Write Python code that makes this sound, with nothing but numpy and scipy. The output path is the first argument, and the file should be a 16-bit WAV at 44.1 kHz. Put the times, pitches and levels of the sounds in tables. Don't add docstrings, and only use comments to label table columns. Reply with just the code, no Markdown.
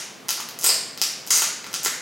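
import sys
import numpy as np
from scipy import signal
from scipy.fft import rfft, irfft
from scipy.io import wavfile

SR = 44100
rng = np.random.default_rng(int(sys.argv[2]) if len(sys.argv) > 2 else 0)


def level_to_linear(level):
    exponent = np.asarray(level, float) / 20
    return 10 ** exponent


def wav_out(sig):
    wavfile.write(sys.argv[1], SR, np.round(np.clip(np.atleast_2d(sig).T, -1, 1) * 32767).astype(np.int16))


N = 88640
LEAD = 8192


def along(table, hz, axis):
    rows = np.array(table)
    return np.interp(np.log(np.maximum(hz, 1)), np.log(rows[:, 0]), rows[:, axis])


def ring(t, hz, decay_s):
    age = t / np.maximum(decay_s, 1e-5)
    return -np.sin(2 * np.pi * hz * t) * age * np.exp(1 - age)


def place(start_s, shape):
    grain = 640
    at = np.maximum(start_s * SR + LEAD, 0)
    first = np.ceil(at).astype(int)
    spot = first + np.arange(grain)
    sound = shape((spot - at) / SR)
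    return np.bincount(spot.ravel(), sound.ravel(), N + LEAD + grain)[:N + LEAD]


def hum():
    # pitch_hz, level_db (per Hz), side_db
    hum_bands = [(30, -38, -4), (66, -26, 1), (134, -1, -9), (238, 0, -8), (450, -2, -9), (1200, -7, -5),
                 (4000, -14.5, -13), (15100, -27, -25)]
    level_db, flicker_db = -45, .6
    hz = np.arange(N // 2 + 1) * SR / N
    side_gain = level_to_linear(along(hum_bands, hz, axis=2))
    gain = level_to_linear(along(hum_bands, hz, axis=1)) * np.array([np.ones(len(hz)), side_gain])
    both = irfft(rfft(rng.standard_normal((2, N))) * gain, N)
    waver = np.interp(np.arange(N), np.linspace(0, N, 16), rng.standard_normal(16))
    return both * level_to_linear(level_db + flicker_db * waver) / both[0].std()


def let_go(rows, chance, ring_s):
    overtone_db, overtone_s = 1.5, .000045
    fizz_s, knock_s = .00005, .00007
    fizz_hz = 12020 * (1 + .04 * chance[:, :1])
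    knock_hz = 3380 * (1 + .1 * chance[:, 1:2])
    start_s, peak_db, stem_hz, fizz_db, knock_db = np.array(rows, float).T[:, :, None]

    def snap(t):
        stem = ring(t, stem_hz, ring_s)
        overtone = level_to_linear(overtone_db) * ring(t, stem_hz * 1.43, overtone_s)
        fizz = level_to_linear(fizz_db) * ring(t, fizz_hz, fizz_s)
        tick = level_to_linear(knock_db + 1) * ring(t, knock_hz, knock_s)
        return level_to_linear(peak_db) * (stem + overtone + fizz + tick)

    return place(start_s, snap)


def single_snaps():
    # start_s,
    # peak_db, stem_hz, fizz_db, knock_db
    snap_rows = [(.4044, -16.5, 6050, -4, -1), (.4886, -22, 5300, 5.5, -6), (.5894, -18, 7000, 2.5, -29),
                 (.6130, -16.5, 7160, -17, -30), (.6244, -18.5, 6260, -3, -26), (.6301, -18, 6100, 1, -32),
                 (.6355, -14, 6500, -1, -13), (.976, -20, 5100, -1.5, -16), (1.2663, -24.5, 8160, -4, -8),
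                 (1.2744, -18.5, 6460, 2, -26.5), (1.6431, -26, 4000, -1, -7), (1.6668, -24, 5870, -17, -7),
                 (1.7152, -33, 6100, 1, 1), (1.7302, -20, 5740, 0, -18), (1.8331, -14.5, 7660, -6, -30),
                 (1.8419, -18.5, 7250, -9, -18), (1.928, -21.5, 5700, -7, -12),
                 (-.06, -6, 6090, -11, -5.5), (.285, -14.5, 6500, 3, -13), (0.2908, -6.5, 6050, -4.5, -10),
            (0.3056, -11, 5240, 7, -26), (0.6422, -1.5, 8600, -11, -14), (0.6443, -4, 7650, -8, -16),
            (0.6471, -10.5, 5100, -20, -4), (0.664, -13.5, 5230, 14.5, 1.5), (1.0156, -1, 5710, -2, -24),
            (1.016, -13.5, 6400, -14, -24), (1.3054, -6.5, 6400, -14, -23), (1.3072, 1.5, 6800, -14, -24),
            (1.3178, -17, 6700, -18, -36), (1.376, -11, 8700, 7, -7), (1.4207, -5.5, 6800, -19, -1.5),
            (1.4295, -19, 6000, 6.5, -16), (1.741, -8, 5930, -9, -7.5), (1.8464, -14, 7240, -1, -13),
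            (1.8493, -4.5, 7300, -9, -19), (1.8603, -11.5, 4500, -3, 1)]
    rows = np.array(snap_rows)
    return let_go(rows, rng.standard_normal((len(rows), 2)), ring_s=.00009)


def room():
    # delay_ms, level_db, dulling (0-1), side_share
    echoes = [
        (0.965, -12, 0.53, 0.029),
        (5.825, -5, 0, 0.18),
        (8.04, -9, 0.6, -0.074),
        (10.89, -8.5, 0, -0.027),
        (16.89, -8.5, 0.4, -.2),
        (21.32, -6.5, 0.11, .2),
        (24.36, -14, 0, 0.12),
    ]
    # centre_hz, t60_s, level_db, side_db
    tail_bands = [(300, 0.99, -49.5, -16), (800, 0.53, -28.5, -11), (2000, 0.78, -28.5, -21),
                  (4500, 0.63, -28, -24), (7000, 0.55, -26.5, -35), (9800, 0.42, -26, -25),
                  (14700, 0.3, -33, -39)]
    length = 40000
    thin_hz = 1600
    scatter_db, scatter_s = -24, .0037
    rise_s = .008
    t = np.arange(length) / SR
    hz = np.arange(length // 2 + 1) * SR / length

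    early = np.array([[1.], [0.]]) * np.ones(len(hz), complex)
    thin = hz / np.hypot(hz, thin_hz)
    for delay_ms, level_db, dulling, side in echoes:
        gain = thin * level_to_linear(level_db - 20 * dulling * (hz / 1e4) ** 2)
        delay = np.exp(-2j * np.pi * hz * delay_ms / 1000)
        early = early + np.array([[1.], [side]]) * gain * delay

    noise = rng.standard_normal((2, length))
    smear = noise[0] * np.exp(-t / scatter_s) * (t > .0003)
    out = irfft(early * (1 + level_to_linear(scatter_db) * rfft(smear)))
    for centre in 150 * 2 ** (np.arange(15) / 2):
        share = np.clip(1 - 2 * np.abs(np.log2(np.maximum(hz, 1) / centre)), 0, 1)
        decay = 1000. ** (-t / along(tail_bands, centre, axis=1))
        rise = (1 - np.exp(-t / rise_s)) ** 2
        fade = level_to_linear(along(tail_bands, centre, axis=2)) * decay * rise
        width = np.array([[1], [level_to_linear(along(tail_bands, centre, axis=3))]])
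        out = out + irfft(rfft(noise) * share) * fade * width
    return out


def knocks():
    # start_s, peak_db, wood_hz
    knock_rows = [(0.2818, -39, 2000), (0.378, -27, 1200), (.4000, -27, 1080), (.6410, -20.5, 520),
                  (.6632, -25.5, 490), (.6900, -22, 530), (.7000, -20.5, 2170), (.6950, -26, 1010),
                  (1.017, -33, 1290), (1.308, -15, 2060), (1.379, -26.5, 1200), (1.4227, -36, 1730),
                  (1.424, -20.5, 1340), (1.4650, -30.5, 1550), (1.6428, -23, 2040), (1.6657, -29.5, 1360),
                  (1.7405, -23.5, 1240), (1.8603, -15.5, 2050), (1.86, -24.5, 450)]
    swell_cycles = .55
    start_s, peak_db, wood_hz = np.array(knock_rows).T[:, :, None]
    return place(start_s, lambda t: level_to_linear(peak_db) * ring(t, wood_hz, swell_cycles / wood_hz))


def rolls():
    # start_s, length_s, level_db, stem_hz, other_stem_hz
    roll_rows = [
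        (0.649, 0.05, -13, 5150, 8180),
        (0.736, 0.013, -19.5, 4900, 7560),
        (1.3120, .062, -14.5, 6540, 6450),
        (1.331, 0.056, -17.5, 8700, 4940),
        (1.387, 0.073, -24, 6100, 4800),
        (0.351, 0.043, -33.5, 5093, 7000),
    ]
    count, per_s = 80, 600
    scatter_db, fade_db = 3, -2.5
    pitch_spread = .057
    fizz_db, knock_db = np.full(count, -14), np.full(count, -9.5)
    out = 0
    for start_s, length_s, level_db, stem_hz, other_hz in roll_rows:
        u, g = rng.random((count, 3)), rng.standard_normal((count, 3))
        where_s = (np.arange(count) + u[:, 0]) / per_s
        size_db = level_db + fade_db * where_s / length_s - scatter_db * np.log(u[:, 1])
        size_db = size_db - 99 * np.clip((where_s - length_s) / .02, 0, 1)
        pitch_hz = np.where(u[:, 2] < .5, stem_hz, other_hz) * (1 + pitch_spread * g[:, 2])
        rows = np.c_[start_s + where_s, size_db - 6, pitch_hz, fizz_db, knock_db]
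        out = out + let_go(rows, g, ring_s=.00027)
    return out


def scene():
    radiates_hz = 324
    strip = single_snaps() + knocks() + rolls()
    strip = signal.sosfilt(signal.butter(4, radiates_hz, "high", fs=SR, output="sos"), strip)
    in_room = signal.fftconvolve(strip[None], room(), axes=1)[:, LEAD:LEAD + N]
    mid, side = in_room + hum()
    return np.array([mid + side, mid - side])


def low_pass(x):
    return signal.sosfilt(signal.butter(12, 16990, fs=SR, output="sos"), x)


def record(dry):
    ceiling, top_hz = .9, 15800
    soft = ceiling * np.tanh(dry / ceiling)
    mix = signal.sosfilt(signal.ellip(8, .2, 40, top_hz, fs=SR, output="sos"), soft)
    return low_pass(mix)


dry = scene()
out = record(dry)
wav_out(out)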